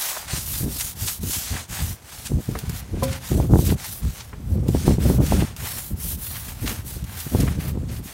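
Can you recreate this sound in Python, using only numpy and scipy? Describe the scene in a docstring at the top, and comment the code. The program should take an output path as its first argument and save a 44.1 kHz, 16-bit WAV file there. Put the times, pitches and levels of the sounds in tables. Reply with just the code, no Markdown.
"""Outdoors, a gloved hand scrubs a bamboo pole with a damp cloth, back and forth.
Random fibre slips, coloured into hiss, scrub and fizz, follow the speed of each stroke; snags rasp as
filtered noise bursts, wet ticks are short noise decays, and the pole knocks on its metal rest as damped modes.
The worker's clothing drags on the body-worn microphone as dull stuttering slips and bumps it
with short bursts of low tones. Quiet outdoor air, a steady coloured noise, lies underneath."""
import sys
import numpy as np
from scipy import signal
from scipy.fft import rfft, irfft, next_fast_len
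from scipy.io import wavfile
from scipy.ndimage import uniform_filter1d, map_coordinates

SR = 44100
rng = np.random.default_rng(int(sys.argv[2]) if len(sys.argv) > 2 else 0)


def log_audio(samples):
    """Write samples as a 16-bit WAV file to the path given in sys.argv[1]."""
    # one column per channel
    frames = np.atleast_2d(samples).T
    # limit to full scale, then quantise
    limited = np.clip(frames, -1, 1)
    pcm = np.round(limited * 32767).astype(np.int16)
    wavfile.write(sys.argv[1], SR, pcm)


N = 358563  # length of the scene in samples


def amp(db):
    """Decibels to gain."""
    return 10 ** (np.asarray(db) / 20)


def unit(x):
    """Scale to rms 1."""
    return x / np.sqrt(np.mean(x ** 2) + 1e-20)


def wobble(rate, size=0):
    """A smooth random curve, rate knots a second; as long as the scene unless a size is given."""
    size = size or N
    knots = rng.standard_normal(int(size * rate / SR) + 4)
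    return map_coordinates(knots, [np.arange(size) * rate / SR])


def releases(rate, fade_s):
    """Sudden random jumps, rate a second, that fade again; mean 0, rms 1."""
    happens = rng.random(N) < rate / SR
    jumps = signal.lfilter([1], [1, -np.exp(-1 / (fade_s * SR))], happens)
    return unit(jumps - jumps.mean())


def slips(rate, spread_db):
    """Tiny stick-slip releases at random times, rate a second, of uneven size; rms 1."""
    happens = rng.random(N) < rate / SR
    size = amp(spread_db * np.clip(rng.standard_normal(N), -2, 2))
    return unit(happens * size * rng.choice([-1, 1], N))


def filtered(x, response):
    """x times a response of frequency."""
    size = next_fast_len(len(x) + 8192)
    spectrum = rfft(x, size) * response(np.fft.rfftfreq(size, 1 / SR))
    return irfft(spectrum, size)[:len(x)]


def coloured(x, spectrum):
    """x shaped by (Hz, dB) points joined along log frequency, at rms 1."""
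    f, db = np.transpose(spectrum)
    return unit(filtered(x, lambda hz: amp(np.interp(np.log(hz + 1), np.log(f), db))))


def edge(x, hz, kind, order):
    """Causal low-pass or high-pass."""
    sos = signal.butter(order, min(hz, .45 * SR), kind, fs=SR, output='sos')
    return signal.sosfilt(sos, x)


def add(track, s, sound):
    """Mix a sound into the track at time s."""
    part = track[max(round(s * SR), 0):][:len(sound)]
    part += sound[:len(part)]


def speed(start, length, peak_share):
    """A move speeds up from rest to 1 and slows to rest again, along quarter sines."""
    fastest = start + length * np.clip(peak_share, .05, .95)
    phase = np.interp(np.arange(N) / SR, [start, fastest, start + length], [0, 1, 0])
    return np.sin(np.pi / 2 * phase)


# Strokes of the hand, levels before the layer trims in cloth(): start_s, length_s,
# peak_share (share of the length at which the hand is fastest), hiss_db, scrub_db (re hiss),
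# fizz_db (re hiss), easing_db (rate at which pressure eases, per whole stroke; negative presses harder)
STROKES = [(-0.087, 0.38, 0.097, -28.5, -3.5, -2.5, -9), (0.257, 0.22, 0.46, -30, -7, -8, 18),
           (0.41, 0.27, 0.54, -33, -8.5, 2, 3), (0.652, 0.3, 0.64, -30, -10.5, -1, -2),
           (0.944, 0.26, 0.41, -31.0, -10.5, -1, 6), (1.196, 0.28, 0.65, -29.5, -9.5, -1, -3),
           (1.376, 0.3, 0.31, -31, -6.5, -9.5, -8), (1.677, 0.3, 0.27, -31.5, -5, -3, 7),
           (1.995, 0.41, 0.54, -41, -6, -5.5, 7), (2.376, 0.63, 0.077, -45.5, 0, -6, -8),
           (2.698, 0.12, 0.75, -41, -2, -2, 6), (2.926, 0.28, 0.77, -41, 3.0, -7.5, 2),
           (3.187, 0.33, 0.31, -38, -4, -2.5, 5), (3.47, 0.29, 0.76, -36.5, -13, -1.5, 4),
           (3.76, 0.26, 0.35, -35.5, -7.5, -1, 18), (3.983, 0.34, 0.34, -44.5, -3.5, -3, 5),
           (4.399, 0.18, 0.86, -56.5, -14, 3.5, 0.5), (4.654, 0.34, 0.58, -36, -4, -6.5, -6),
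           (4.983, 0.21, 0.47, -34.5, -3.5, -1.5, 6), (5.191, 0.372, 0.22, -36.0, 1, -4, -8),
           (5.555, 0.4, 0.28, -35.5, -4, 1.5, 11), (5.955, 0.22, 0.61, -35, -10.5, 4, 1),
           (6.151, 0.46, 0.35, -40.5, -5, 3.5, -11), (6.563, 0.29, 0.39, -40.5, -0.5, 0.5, -3.0),
           (6.84, 0.22, 0.25, -42, -6.5, -0.5, -10), (7.03, 0.35, 0.58, -40.5, -1.5, 1, 8),
           (7.28, 0.31, 0.36, -38.5, -0.5, -2, -9), (7.562, 0.17, 0.61, -44.0, 4, 2.5, 4.0),
           (7.87, 0.14, 0.69, -47, -0.5, 0, 8.0), (8.022, 0.17, 0.44, -42.0, -1, -2.5, -11)]
SPEED_LAW = 1  # friction noise grows as this power of the hand's speed
FIZZ_PER_EASING = 1  # dB of fizz gained for each dB of scrub lost as the hand eases
EASING_FROM = 0.16  # share of a stroke for which the pressure holds before it starts to ease
REST_DB, REST_FIZZ_DB = -55.5, -61.5  # the cloth still creeps between strokes; before the layer trims


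def strokes():
    """Gains of hiss, scrub and fizz: all follow the hand's speed; easing the pressure trades scrub for fizz."""
    t = np.arange(N) / SR
    power = np.outer(amp([REST_DB, REST_DB, REST_FIZZ_DB]) ** 2, np.ones(N))
    for start, length, peak_share, db, scrub_db, fizz_db, easing_db in STROKES:
        hand = speed(start, length, peak_share)
        moving = hand > 0
        share = (t[moving] - start) / length
        eased_db = easing_db * (np.maximum(share, EASING_FROM) - .5)  # zero at mid-stroke
        hiss_db = np.zeros_like(eased_db)
        colour = amp([hiss_db, scrub_db - eased_db, fizz_db + FIZZ_PER_EASING * eased_db])
        power[:, moving] += (amp(db) * hand[moving] ** SPEED_LAW * colour) ** 2
    return np.sqrt(power)


# Spectra of the fibre hiss, the coarse scrub and the finest fizz: freq_hz, level_db (relative, per Hz)
HISS_SPECTRUM = [(900, -21), (2000, -16), (3000, -2.5), (4200, 0), (4900, -0.5), (6000, 2), (7300, 1.5),
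                 (8700, 1), (10500, -2.5), (14000, -11.5)]
SCRUB_SPECTRUM = [(200, -16), (450, -8), (750, 1), (1200, -1), (1600, 0.5), (2200, -1), (2900, -3),
                  (4500, -7), (9000, -23)]
FIZZ_SPECTRUM = [(6000, -25), (9000, -3.5), (11000, 0), (12500, 1), (14000, 1), (15800, -2)]


def cloth():
    """Countless fibres slip on the cane: a light touch fizzes, a pressed wad scrubs lower and coarser."""
    hiss_gain, scrub_gain, fizz_gain = strokes()
    # snagged threads let go at once, then the grip builds up again
    grip_db = 1.4 * releases(rate=45, fade_s=0.028) + 0.8 * wobble(170)
    fibres = shifting(slips(rate=9000, spread_db=-0.5), depth_db=1.83)
    threads = slips(rate=3000, spread_db=1.5)
    nap = shifting(slips(rate=19000, spread_db=4.5), depth_db=1.5)
    # layer trims in dB: hiss -1.07, fizz 2.1, scrub -1.08
    hiss = amp(-1.07) * hiss_gain * coloured(fibres, HISS_SPECTRUM)
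    fizz = amp(2.1) * fizz_gain * coloured(nap, FIZZ_SPECTRUM)
    scrub_sway = amp(1.15 * wobble(35) - 1.08)
    scrub = scrub_sway * scrub_gain * coloured(threads, SCRUB_SPECTRUM)
    return amp(grip_db) * (hiss + fizz + scrub)


def shifting(x, depth_db):
    """The folds of the cloth form passing resonances: patches in time and frequency."""
    z = signal.stft(x, nperseg=512)[2]
    field = rng.standard_normal(z.shape)
    field = uniform_filter1d(field, size=6, axis=0)  # smooth over frequency
    field = uniform_filter1d(field, size=14, axis=1)  # smooth over time
    return signal.istft(z * amp(depth_db * unit(field)), nperseg=512)[1][:N]


# Snags of the cloth on the cane: middle_s, level_db (before a -0.06 dB trim),
# length_s (from the middle until the swell falls to 1/e), bright_hz (low-pass)
CATCHES = [(0.035,-54,0.032,13000), (0.1,-45.5,0.13,1070), (0.171,-26.5,0.0071,1090),
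           (0.547,-29,0.015,10000), (0.811,-24,0.011,10000), (1.087,-25.5,0.014,10000),
           (1.342,-26.5,0.016,11600), (1.556,-36.5,0.048,2210), (2.268,-33,0.017,11500),
           (3.043,-27.5,0.013,14500), (3.129,-34,0.01,9100), (3.672,-31.5,0.015,14200),
           (3.707,-32.5,0.022,4530), (4.201,-38.5,0.028,6150), (5.268,-32,0.0092,9300),
           (5.411,-33.5,0.014,3200), (5.782,-36,0.0088,2500), (6.271,-41,0.008,4000), (6.36,-38,0.027,5000),
           (6.674,-31,0.016,5500), (7.204,-32,0.015,13000), (7.409,-26.5,0.0076,11800),
           (7.484,-34,0.014,2180), (7.9,-41,0.012,8000), (7.969,-40.5,0.0064,6000)]
CATCH_LOW_SHARE = 0.14  # lower edge of a rasp as a share of its brightness


def catches():
    """The cloth snags on a joint or a rough patch and tears free with a short rasp."""
    out = np.zeros(N)
    t = np.arange(-SR // 8, SR // 8) / SR
    for s, db, length, bright_hz in CATCHES:
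        grain_db = 2 * rng.standard_normal(len(t)) + 3.1 * wobble(218.5, size=len(t))
        grains = rng.standard_normal(len(t)) * amp(grain_db)
        rasp = edge(grains, bright_hz, 'low', order=3)
        rasp = edge(rasp, 620, 'high', order=3)
        rasp = unit(edge(rasp, CATCH_LOW_SHARE * bright_hz, 'high', order=1))
        swell = np.exp(-(t / length) ** 2)
        add(out, s + t[0], amp(db - 0.06) * rasp * swell)
    return out


# Small wet ticks: time_s (each sounds 1.9 ms later), peak_db (before the high-pass)
TICKS = [(1.23, -20.5), (2.5867, -18), (2.6929, -18.5), (4.681, -22), (4.877, -20), (5.5625, -22.5),
         (7.0394, -27.5)]


def ticks():
    """Wet cloth and rubber glove peel off the cane with small ticks: noise with a fast and a slow decay."""
    out = np.zeros(N)
    t = np.arange(SR // 10) / SR
    for s, db in TICKS:
        decay = amp(-60 * t / 0.015) + amp(-2 - 60 * t / 0.088)
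        tick = decay * rng.standard_normal(len(t))
        add(out, s + 0.0019, amp(db) * tick / np.abs(tick).max())
    return edge(out, 790, 'high', order=1)


# Knocks of the pole on its rest: start_s, ring_db, clack_db, clack_hz (low-pass), pitch_ratio,
# free_share (share of the free ring time that the hand leaves)
KNOCKS = [(2.552, -31.5, -27, 1700, .82, 0.34), (3.024, -19, -26, 1130, 0.98, 0.62),
          (4.329, -47, -35, 2100, 0.76, 0.63)]
# Modes of pole and rest: pitch_hz (at pitch ratio 1), level_db (re ring), t60_s (ringing free)
POLE_MODES = [(131.8, -2, 1), (260, -4, 0.63), (482, -4, 0.18), (545, 0, 0.53), (740, -5.5, 0.15),
              (1022, -6, 0.19), (1389, -20, .25), (1599, -23, .2)]


def pole():
    """The hollow pole rocks against its rest and rings; the hand damps it and makes the ring shudder."""
    out = np.zeros(N)
    t = np.arange(SR // 2) / SR
    for s, ring_db, clack_db, clack_hz, ratio, free in KNOCKS:
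        ring = np.zeros(len(t))
        for hz, db, t60 in POLE_MODES:
            cycles = hz * ratio * t + 0.042 * wobble(53, size=len(t))
            ring += amp(db - 60 * t / (t60 * free)) * np.sin(2 * np.pi * cycles)
        clack = edge(rng.standard_normal(len(t)), clack_hz, 'low', order=4)
        clack = unit(edge(clack, 0.16 * clack_hz, 'high', order=2))
        knock = amp(ring_db) * ring + amp(clack_db - 60 * t / 0.07) * clack
        attack = 1 - np.exp(-t / 0.00065)
        add(out, s, knock * attack)
    return out


# Arm moves that drag clothing over the microphone, levels before the trims in clothing():
# start_s, length_s, rumble_db, flutter_db (re rumble)
DRAGS = [(0.314,0.087,-29,-6), (0.591,0.14,-29.5,-3), (0.837,0.027,-31,-16), (0.98,0.089,-29.5,-9),
         (1.189,0.13,-24.5,-14), (1.361,0.032,-27.5,-8), (1.502,0.061,-24,-11), (1.684,0.059,-28,-13),
         (1.753,0.2,-27.5,-15), (2.287,0.13,-22.5,-8.5), (2.467,0.12,-27,-9.5), (2.606,0.18,-30.5,-17.5),
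         (2.881,0.3,-27,-5.5), (3.296,0.22,-19.5,-8), (3.485,0.15,-13,-9), (3.605,0.17,-19,-7),
         (4.017,0.1,-21.5,-19), (4.466,0.4,-24.5,-8), (4.84,0.12,-19,-2.5), (5.006,0.2,-21.5,-1),
         (5.175,0.078,-18,-4.5), (5.306,0.15,-17,-6.5), (5.592,0.089,-27.5,-11.5), (5.902,0.06,-24.5,-9),
         (6.02,0.18,-31,-13), (6.593,0.17,-27.5,-6.5), (6.768,0.047,-28,-20), (7.004,0.061,-25,-22),
         (7.299,0.25,-22,-3.5), (7.493,0.41,-27.5,-7)]
# Light contact of the clothing between drags, joined by straight lines: time_s, rumble_db (before trim)
CONTACT = [(0, -53), (0.16, -55.5), (0.3, -36.5), (1.85, -42.5), (2.1, -51.5), (2.2, -40), (3.3, -39.5),
           (3.85, -42.5), (4.3, -39), (4.45, -29), (5.3, -24.5), (5.55, -38.5), (6.5, -36), (7.3, -35.5),
           (7.95, -29.5), (8.13, -43)]
DRAG_PEAK_SHARE, DRAG_LAW = 0.46, 0.67  # where a drag is fastest; its noise grows as this power of its speed
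CONTACT_FLUTTER_DB = -12.5  # flutter re rumble in light contact


def drags():
    """Gains of rumble and flutter: each move of the arm swells and fades over the light contact."""
    contact_s, contact_level = np.transpose(CONTACT)
    contact_db = np.interp(np.arange(N) / SR, contact_s, contact_level)
    power = amp([contact_db, contact_db + CONTACT_FLUTTER_DB]) ** 2
    for start, length, db, flutter_db in DRAGS:
        arm = speed(start, length, DRAG_PEAK_SHARE)
        moving = arm > 0
        power[:, moving] += np.outer(amp([db, db + flutter_db]), arm[moving] ** DRAG_LAW) ** 2
    return np.sqrt(power)


# Spectra of the dull rumble, the flutter and the crumpling fabric: freq_hz, level_db (relative, per Hz)
RUMBLE_SPECTRUM = [(22, -47), (31, -21), (45, -1), (68, 4.5), (105, 1.5), (170, -6), (250, -15.5),
                   (450, -55), (900, -80)]
FLUTTER_SPECTRUM = [(90, -44), (170, 1), (250, 2.5), (380, -6), (550, -12), (850, -28.5), (1400, -40.5),
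                    (3000, -86)]
CRUMPLE_SPECTRUM = [(300, -26), (500, 0), (700, -1), (1000, -8), (1400, -12), (2500, -59)]
# small folds give way at random, each lifting the level for a moment; FOLD_DB is the most they can shift it
FOLDS_PER_S, FOLD_FADE_S, FOLD_DB = 14, 0.046, 2.5
CRUMPLE_DB, CRUMPLE_LAW = -4, 1.625  # hard drags crumple the fabric: grows as this power of the flutter gain


def clothing():
    """Fabric stutters over the microphone housing, which passes on only dull thuds."""
    rumble_gain, flutter_gain = drags()
    folds_db = FOLD_DB * np.tanh(releases(FOLDS_PER_S, FOLD_FADE_S))
    lumps_db = 2 * np.tanh(wobble(35)) + folds_db
    rumble = coloured(slips(rate=700, spread_db=2.0), RUMBLE_SPECTRUM)
    rumble = amp(lumps_db + 0.26) * rumble_gain * rumble
    stutter = amp(lumps_db + 6.26 * np.tanh(wobble(60)) - 2.5)
    flutter = flutter_gain * coloured(slips(rate=600, spread_db=1), FLUTTER_SPECTRUM)
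    crumple = coloured(slips(rate=350, spread_db=0.0), CRUMPLE_SPECTRUM)
    crumple = amp(CRUMPLE_DB) * flutter_gain ** CRUMPLE_LAW * crumple
    return rumble + stutter * (flutter + crumple)


# Folds of clothing that bump the microphone: start_s, level_db, snap_db (re level, before the part offsets)
BUMPS = [(0.332, -13.5, -37), (0.605, -16.5, -34), (0.629, -14.5, -30), (0.677, -17, -25),
         (1.233, -11, -45), (1.293, -19, -34), (2.315, -10.5, -26.5), (2.383, -19, -20), (2.487, -9.5, -30),
         (2.634, -18, -37), (2.694, -13.5, -56), (2.969, -20, -17), (3.314, -8.5, -22), (3.397, -10.5, -10),
         (3.533, -6, -10.5), (3.554, -4.5, -13), (3.587, -8.5, -18), (3.72, -7.5, -20.5),
         (4.686, -4, -28.5), (4.745, -5, -17), (4.876, -2, -15.5), (4.917, -10.5, -25), (4.98, -9, -25),
         (5.096, -3.5, -23.5), (5.201, -8, -17), (5.319, -11, -4), (5.419, -8, -18), (6.963, -19.5, -31),
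         (7.263, -17, -30), (7.345, -9.5, -11.5), (7.431, -5.5, -33), (7.585, -11.5, -47),
         (7.77, -15.5, -23)]
# a fold slips again after about this time (sooner when stiffer), weaker by this much
STUTTER_S, STUTTER_LOSS_DB = 0.00818, 9.5


def bumps():
    """A fold snaps across the housing: a dead knock over a slower push, then a weaker second slip."""
    out = np.zeros(N)
    t = np.arange(SR // 10) / SR
    for s, db, snap_db in BUMPS:
        for slip in range(2):
            stiffness = rng.uniform(0.774, 1.125)  # scales the pitch of all three parts
            turn = 2 * np.pi * stiffness * t
            push = np.sin(150 * turn) * (t / 0.0041) * np.exp(1 - t / 0.0035)
            knock = np.sin(300 * turn) * np.exp(-((t - .005) / 0.0016) ** 2)
            snap = np.sin(680 * turn) * np.exp(-((t - .004) / 0.00089) ** 2)
            # a harder snap feeds the higher parts more
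            sizes = amp([-5, 0.36 * snap_db + 4.0, snap_db + 8.5]) * rng.choice([-1, 1], size=3)
            bump = sizes @ np.array([push, knock, snap])
            slip_gain = amp(db - slip * STUTTER_LOSS_DB)
            add(out, s + slip * STUTTER_S / stiffness, slip_gain * bump)
    return edge(out, 2600, 'low', order=4)


# Spectrum of the outdoor air: freq_hz, level_db (relative, per Hz)
AIR_SPECTRUM = [(25, -4), (60, 3.5), (150, -13), (400, -1), (1000, -5), (3000, -20), (15000, -80)]


def air():
    """Quiet outdoor air: steady noise, mostly low, at -54.5 dB rms."""
    return amp(-54.5) * coloured(rng.standard_normal(N), AIR_SPECTRUM)


def scene():
    """All sources over quiet outdoor air, as one channel."""
    scrubbing = cloth() + catches() + ticks() + pole()
    handling = clothing() + bumps()
    return (scrubbing + handling + air())[None]


TOP_HZ = 15800  # band limit


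def record(dry):
    """The microphone rounds off the hardest thuds towards 0.75; nothing passes above the band limit."""
    rounded = dry[0] / (1 + (dry[0] / .75) ** 4) ** .25
    return filtered(rounded, lambda hz: hz < TOP_HZ)[None]


dry = scene()
out = record(dry)
log_audio(out)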